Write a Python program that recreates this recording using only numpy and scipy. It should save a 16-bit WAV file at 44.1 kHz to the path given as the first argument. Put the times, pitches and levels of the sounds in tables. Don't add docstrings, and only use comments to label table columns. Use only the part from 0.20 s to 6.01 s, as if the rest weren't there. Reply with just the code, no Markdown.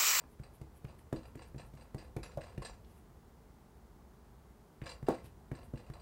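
import sys
import numpy as np
from scipy import signal
from scipy.fft import rfft, irfft, next_fast_len
from scipy.io import wavfile
from scipy.ndimage import map_coordinates

SR = 44100
rng = np.random.default_rng(int(sys.argv[2]) if len(sys.argv) > 2 else 0)


def gain_from_db(level_db):
    decades = np.asarray(level_db, float) / 20
    return 10 ** decades


def generate_wav(signal):
    frames = np.transpose(np.atleast_2d(signal))
    scaled = np.clip(frames, -1, 1) * 32767
    pcm = np.round(scaled).astype(np.int16)
    wavfile.write(sys.argv[1], SR, pcm)


N = 256309


def rms_one(x):
    return x / np.sqrt(np.mean(x ** 2) + 1e-20)


def band(x, low_hz, high_hz):
    edges_hz = [low_hz, min(high_hz, 0.45 * SR)]
    return signal.sosfilt(signal.butter(2, edges_hz, "band", fs=SR, output="sos"), x)


def drift(rate_hz):
    knots = rng.standard_normal(400)
    return map_coordinates(knots, [np.arange(N) / SR * rate_hz % 399], order=3)


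def ring(clicks, hz, t60):
    r = gain_from_db(-60 / (t60 * SR))
    w = 2 * np.pi * hz / SR
    return signal.lfilter([0, np.sin(w)], [1, -2 * r * np.cos(w), r * r], clicks + 1e-18)


def train(times, gains):
    out = np.zeros(N)
    at = np.round(np.asarray(times) * SR).astype(int)
    np.add.at(out, np.clip(at, 0, N - 1), gains)
    return out


def soft(x, seconds):
    window = np.hanning(max(int(seconds * SR), 3))
    return np.convolve(x, window / window.sum())[:N]


def dying(times, db, t60):
    return signal.lfilter([1], [1, -gain_from_db(-60 / (t60 * SR))], train(times, gain_from_db(db)) + 1e-18)


def grains(per_s, spread_db):
    sizes = gain_from_db(spread_db * np.minimum(rng.exponential(1, N), 4))
    signed = sizes * rng.choice([-1, 1], N)
    return rms_one(signed * (rng.random(N) < per_s / SR))


def strike(modes, hit_s, hit_db, chatter, spread_db, cap_s):
    chance = rng.standard_normal((len(hit_s), len(modes), 2))
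    skid = gain_from_db(-60 / (0.015 * SR))
    out = 0
    for k, (hz, db, t60) in enumerate(modes):
        sign = np.sign(chance[:, k, 1])
        click = train(hit_s, gain_from_db(hit_db + spread_db * chance[:, k, 0]) * sign)
        skidding = soft(signal.lfilter([0.12], [1, -skid], click + 1e-18), 0.0028)
        rubbing = (skidding + chatter) * rng.standard_normal(N)
        out = out + gain_from_db(db) * ring(0.66 * click + rubbing, hz, min(t60, cap_s))
    return out


# f/Hz, density/dB per Hz
ROOM_AIR = [(12, -58), (20, -13.5), (68, 3.5), (91, -12), (123, -6.5), (204, -9), (234, -6.5), (262, -14.5),
            (388, -12.5), (422, -11.5), (499, -19.5), (849, -18), (2600, -36.5), (14700, -41.5),
            (16000, -39)]
# f/Hz, level/dB
APPLIANCE_WHINES = [(2046, -83), (6735, -103), (8393, -100)]
# t/s of loudest, level/dB, half length/s
APPLIANCE_SQUEAK = [
    (0.12, -92, .09),
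    (0.65, -94, .15),
    (2.92, -90, .2),
    (3.4, -96, .1),
    (3.7, -99, .08),
    (4.02, -97, .08),
    (4.15, -98, .05),
    (4.4, -101, .15),
    (5.12, -89, .06),
]


def room_tone():
    hz, db = np.transpose(ROOM_AIR)
    size = next_fast_len(N)
    bin_hz = np.arange(size // 2 + 1) * SR / size
    shape = gain_from_db(np.interp(np.log(bin_hz + 1), np.log(hz), db))
    air = gain_from_db(-58.5) * rms_one(irfft(rfft(rng.standard_normal(size)) * shape, size)[:N])

    pat_s, _, thump_db = np.transpose(PATS)[:3]
    rest_db, kick_db, sway_t60_s = -69, -21, 1.66
    swing = gain_from_db(rest_db) + soft(dying(pat_s, thump_db + kick_db, sway_t60_s), 0.023)
    sway = swing * gain_from_db(2.0 * drift(7)) * rms_one(band(rng.standard_normal(N), 33.7, 98))

    t = np.arange(N) / SR
    whine = sum(gain_from_db(w_db - 6.5 + 2.1 * drift(6.8)) * np.sin(2 * np.pi * w_hz * t)
                for w_hz, w_db in APPLIANCE_WHINES)
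    squeak_hz = 6760
    swell = sum(gain_from_db(s_db - 11.0 - 7.9 * ((t - at) / half_s) ** 2) for at, s_db, half_s in APPLIANCE_SQUEAK)
    squeak = swell * np.sin(2 * np.pi * squeak_hz * t + 2.1 * drift(60))
    return air + sway + whine + squeak


# t/s, peak level/dB, chatter after/dB re peak, wooden knock/dB re peak
LANDINGS = [(0.004, -57.5, -9.5, -6), (0.2353, -47, -15.5, -10.5), (0.682, -59.5, -4, -7),
            (0.9608, -46, -8.5, -8), (1.0544, -51.5, -24, -5), (1.1919, -50.5, -16, -3.5),
            (1.2194, -45.5, -10, -19), (1.3809, -43, -12.5, -12.5), (1.5712, -59, -3, -6),
            (1.6103, -53, -12, -11), (1.7818, -48, -3.5, -16.5), (2.0314, -36.5, -12, -14),
            (2.0596, -58, -30, 0), (2.11, -57.5, -2, -18), (2.209, -49.5, -3.5, -18),
            (2.2347, -50.5, -6.5, -10.5), (2.4194, -44, -7.5, -13.5), (2.4495, -32.5, -15.5, -17),
            (2.4684, -44, -35, -26), (4.638, -50, -12, -6), (4.6587, -40, -7, -15),
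            (4.6923, -35.5, -17.5, -27), (4.715, -40.5, -41, -26), (4.8668, -46.5, -6, -12),
            (4.899, -45, -4.5, -7.5), (4.9435, -45.5, -13.5, -18), (5.3504, -48, -10.5, -10),
            (5.3888, -55.5, -20, -6), (5.5745, -47.5, -10.5, -10), (5.736, -48, -14.5, -5)]
# t/s, peak level/dB
SMALL_BOUNCES = [(0.704, -61), (0.788, -63), (1.031, -54.5), (1.174, -57), (1.3992, -52.5), (1.656, -68),
                 (1.81, -61.5), (1.846, -68), (2.128, -69), (2.281, -54), (2.323, -58), (2.5328, -55),
                 (4.6733, -46), (4.759, -73), (4.984, -56), (5.335, -61), (5.414, -59), (5.557, -56),
                 (5.642, -63), (5.665, -59), (5.798, -55)]
# t/s, peak level/dB
HARD_JOLTS = [
    (2.032, -60.5),
    (2.0594, -70),
    (2.0774, -79),
    (2.4214, -67),
    (2.4531, -60),
    (2.4744, -69),
    (4.668, -67),
    (4.6944, -75),
    (4.7167, -70),
    (4.7344, -76),
]
# f/Hz, level/dB, t60/s
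TIN_LOW_MODES = [(1706, 2, 0.012), (1750, -7, 0.17), (2025, -1, 0.015), (2326, -12.5, 0.069),
                 (2520, -1.5, 0.019), (2758, -3, 0.031)]
# f/Hz, level/dB, t60/s
TIN_MODES = [(3440, -3.5, 0.021), (3840, -22, 0.06), (3920, -8.5, .08), (3990, -11, 0.08),
             (4063, -0.5, 0.072), (4690, -2.5, 0.053), (4620, -14, 0.051), (4660, 1.5, 0.042),
             (4890, -1, 0.032), (5050, -13, 0.076), (5610, -24, 0.12), (4340, -16, 0.043),
             (8250, -1, 0.052), (8930, -13, 0.081), (8540, -4.5, 0.028)]
# f/Hz, level/dB, t60/s
BRIGHT_MODES = [(7235, -4.5, 0.061), (7700, -23, .1), (5630, -18, 0.045), (5740, -10, 0.073),
                (5860, -33, 0.089)]
# f/Hz, level/dB, t60/s
RINGING_MODES = [(11150, 0, .06), (12600, -14, .05)]
# f/Hz, level/dB, t60/s
WOOD_MODES = [(519, -2, 0.047), (697, 0.5, 0.017), (943, -8, 0.032), (1075, -7.5, 0.038),
              (1347, -8.5, 0.023)]


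def tools():
    bounces = [(s, db, -11, -9.5) for s, db in SMALL_BOUNCES]
    hit_s, clink_db, chatter_db, knock_db = np.transpose(LANDINGS + bounces)
    jolt_s, jolt_db = np.transpose(HARD_JOLTS)
    level_db = clink_db + chatter_db
    over_db = clink_db + 48.5
    touches = grains(550, 4.5)
    uneven_db, metal_cap_s = 2.5, 0.065

    level = soft(dying(hit_s, level_db, 0.17), 0.0087)
    bright_level = dying(hit_s, level_db + (2.26 - 1) * over_db - 23, 0.21)
    knock_level = dying(hit_s, level_db + knock_db + 16, 0.29)

    tin = strike(TIN_MODES, hit_s, clink_db - 16.0, gain_from_db(-36.5) * level * touches, uneven_db, metal_cap_s)
    low_db = -61.5 + 0.56 * over_db
    tin += strike(TIN_LOW_MODES, hit_s, low_db + 2.5, gain_from_db(-27.5) * level * touches, uneven_db, metal_cap_s)
    bright = strike(BRIGHT_MODES, hit_s, clink_db - 22 + 4, gain_from_db(-25) * bright_level * touches, 0.56, 0.2)
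    bright += strike(RINGING_MODES, jolt_s, jolt_db + 1.5, 0, 1.5, metal_cap_s)
    wood = strike(WOOD_MODES, hit_s, clink_db + knock_db, gain_from_db(-26) * knock_level * touches, 3.3, 0.12)
    scratch = gain_from_db(-10.5) * level * rms_one(band(grains(2500, 2.5), 890, 6100))
    return tin + bright + wood + scratch


# t/s, skin tick peak/dB, thump/dB, slap/dB, slap f/Hz
PATS = [(0.0375, -77, -66, -63, 252), (0.197, -53, -44, -60.5, 298), (0.413, -48, -44, -52.5, 380),
        (0.6438, -50, -43, -54, 324), (0.9267, -40.5, -36.5, -34.5, 327), (1.1543, -47.5, -48, -49, 320),
        (1.3442, -60, -49, -52, 287), (1.3595, -55, -46, -59, 257), (1.537, -55.5, -53, -58.5, 254),
        (1.55, -54, -54, -62, 260), (1.745, -45, -40, -45, 387), (1.9639, -39, -38, -41, 400),
        (2.1719, -44, -39.5, -42, 597), (2.378, -47.5, -36.5, -46, 317), (4.618, -53, -40, -51.5, 325),
        (4.8268, -51, -39, -58, 292), (4.8843, -31.5, -57, -26, 430), (5.042, -51, -51.5, -57.5, 337),
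        (5.315, -49, -39.5, -43.5, 352), (5.536, -56, -39.5, -43.5, 305), (5.6981, -50, -42, -53, 340)]
# f/Hz, level/dB, t60/s
COUNTER_MODES = [(133.1, 0.5, 0.097), (111, -8.5, 0.084), (59.8, -9.5, 0.099), (42.1, -14.5, 0.42),
                 (190, -7.5, 0.04)]


def thump():
    s, _, thump_db, slap_db = np.transpose(PATS)[:4]
    level_db = thump_db - 1.7 * np.maximum(slap_db - thump_db, 0)
    chance = rng.standard_normal((len(s), len(COUNTER_MODES)))
    push = np.zeros(N)
    for k, (hz, db, t60) in enumerate(COUNTER_MODES):
        blow = train(s + 0.0018, gain_from_db(level_db + db + 4.0 + 2.0 * chance[:, k]))
        push += ring(blow, hz, t60)
    dip = train(s - 0.001, -gain_from_db(level_db + 30))
    return soft(push, 0.00083) + soft(dip, 0.0024)


def tick():
    s, tick_db = np.transpose(PATS)[:2]
    shape = signal.lfilter([1], [1, -gain_from_db(-60 / (0.033 * SR))], train(s, gain_from_db(tick_db - 13.0)))
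    return soft(shape, 0.0019) * rms_one(band(rng.standard_normal(N), 2400, 13600))


# t/s, peak level/dB, centre f/Hz
DOUGH_SMACKS = [(0.0379, -51.5, 1160), (0.1946, -56.5, 1790), (0.415, -53, 1350), (0.649, -48.5, 1960),
                (0.79, -59.5, 2590), (0.926, -42.5, 1700), (1.152, -49.5, 1750), (1.3443, -57.5, 1790),
                (1.5348, -57.5, 1770), (1.744, -50, 1490), (1.9666, -44.5, 2010), (2.173, -67, 1420),
                (2.377, -47.5, 2300), (2.646, -61.5, 3640), (4.6163, -47, 1800), (4.6252, -49, 1640),
                (4.8264, -51.5, 1400), (4.886, -38.5, 1270), (5.315, -46.5, 1590), (5.5373, -60, 1410),
                (5.7002, -50.5, 1540)]


def smack():
    out = np.zeros(N + SR)
    t = np.arange(SR // 8) / SR
    for s, db, hz in DOUGH_SMACKS:
        noise = rms_one(band(rng.standard_normal(len(t)), hz / 1.62, hz * 1.27))
        envelope = gain_from_db(db - 2 - 60 * t / 0.028) * np.minimum(t / 0.00073, 1)
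        at = round(s * SR)
        out[at:at + len(t)] += envelope * noise
    return out[:N]


# f/Hz, level/dB, t60/s
BOARD_MODES = [(179, 3, 0.25), (292.5, 13, 0.09), (325, 6.5, 0.44), (395, -2, 0.44), (425, -18, 0.5),
               (523, 0.5, 0.34), (617, -7, 0.6), (673, 12, 0.065), (690, 12.5, 0.025), (860, -25, 0.39),
               (1000, -10, 0.2), (1124, -3, 0.49), (1180, -25, 0.05), (1357, -45, 0.33)]


def slap():
    out = np.zeros(N + SR)
    t = np.arange(SR // 3) / SR
    for s, _, _, slap_db, hz in PATS:
        swell = t / (0.0013 * max(hz / 430, 1) ** 2.4)
        overtone_hz = min(1.64 * hz, 656)
        overtone_db = -4.5 + 0.3 * (slap_db + 28.5)
        tones = np.sin(2 * np.pi * hz * t) + gain_from_db(overtone_db) * np.sin(2 * np.pi * overtone_hz * t)
        pop = -swell * np.exp(-swell) * tones

        shake = rng.standard_normal((len(BOARD_MODES), len(t))) * t ** 2 * np.exp(-t / 0.0041)
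        wood = np.zeros(len(t))
        for (mode_hz, mode_db, t60), push in zip(BOARD_MODES, shake):
            near_db = -11.0 * abs(np.log2(mode_hz / hz))
            wood += gain_from_db(mode_db + near_db) * ring(push, mode_hz, 0.2 * min(t60, 0.3))
        at = round((s + 0.001) * SR)
        out[at:at + len(t)] += gain_from_db(slap_db + 18.5) * pop + gain_from_db(slap_db - 16.5) * rms_one(wood)
    return signal.sosfilt(signal.butter(2, 120, "high", fs=SR, output="sos"), out[:N])


# t/s of loudest, hiss/dB, swell length/s, duller hiss/dB re hiss
PEELS = [(0.135, -77, 0.083, -7), (0.358, -70, 0.041, -6), (0.578, -72, .045, -4), (0.793, -70, .015, -12),
         (1.084, -75, .04, -7), (1.286, -75.5, .03, -14), (1.472, -74, 0.032, -6), (1.64, -77, .03, -8),
         (1.85, -76, .025, -7), (2.724, -78.5, .1, 0), (2.788, -75.5, .06, -4), (5.064, -66.5, 0.034, 2.5),
         (5.453, -71.5, .035, -13)]


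def peel():
    t = np.arange(N) / SR
    snaps = grains(9000, 4.0)
    bright = rms_one(band(snaps, 8900, 12600))
    dull = rms_one(band(snaps, 910, 3600))
    out = np.zeros(N)
    for s, db, swell_s, dull_db in PEELS:
        below_db = np.where(t < s, 20 * ((s - t) / swell_s) ** 2, 810 * (t - s))
        out += gain_from_db(db - below_db) * (bright + gain_from_db(dull_db) * dull)
    return out


def kitchen(x):
    t60_s, wall_cut_hz = 0.19, 6400
    t = np.arange(SR // 2) / SR
    noise = rng.standard_normal(len(t))
    dull = signal.sosfilt(signal.butter(1, wall_cut_hz, fs=SR, output="sos"), noise)
    tail = dull * gain_from_db(-60 * t / t60_s) + (noise - dull) * gain_from_db(-60 * t / (0.79 * t60_s))
    tail *= np.clip((t - 0.004) / 0.017, 0, 1)
    return signal.fftconvolve(x, tail / np.sqrt(np.sum(tail ** 2)))[:N]


def scene():
    near = slap() + tick() + smack() + tools() + peel()
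    low = thump()
    reflections = gain_from_db(-8.5) * kitchen(near + 0.35 * low)
    return (near + low + reflections + room_tone())[None]


def top_cut(x):
    return signal.sosfilt(signal.butter(12, 16530, fs=SR, output="sos"), x)


def record(dry):
    x = signal.sosfilt(signal.butter(3, 33, "high", fs=SR, output="sos"), dry)
    x = signal.sosfilt(signal.ellip(12, 0.3, 60, 15780, fs=SR, output="sos"), x)
    return top_cut(x)


dry = scene()
out = record(dry)
generate_wav(out)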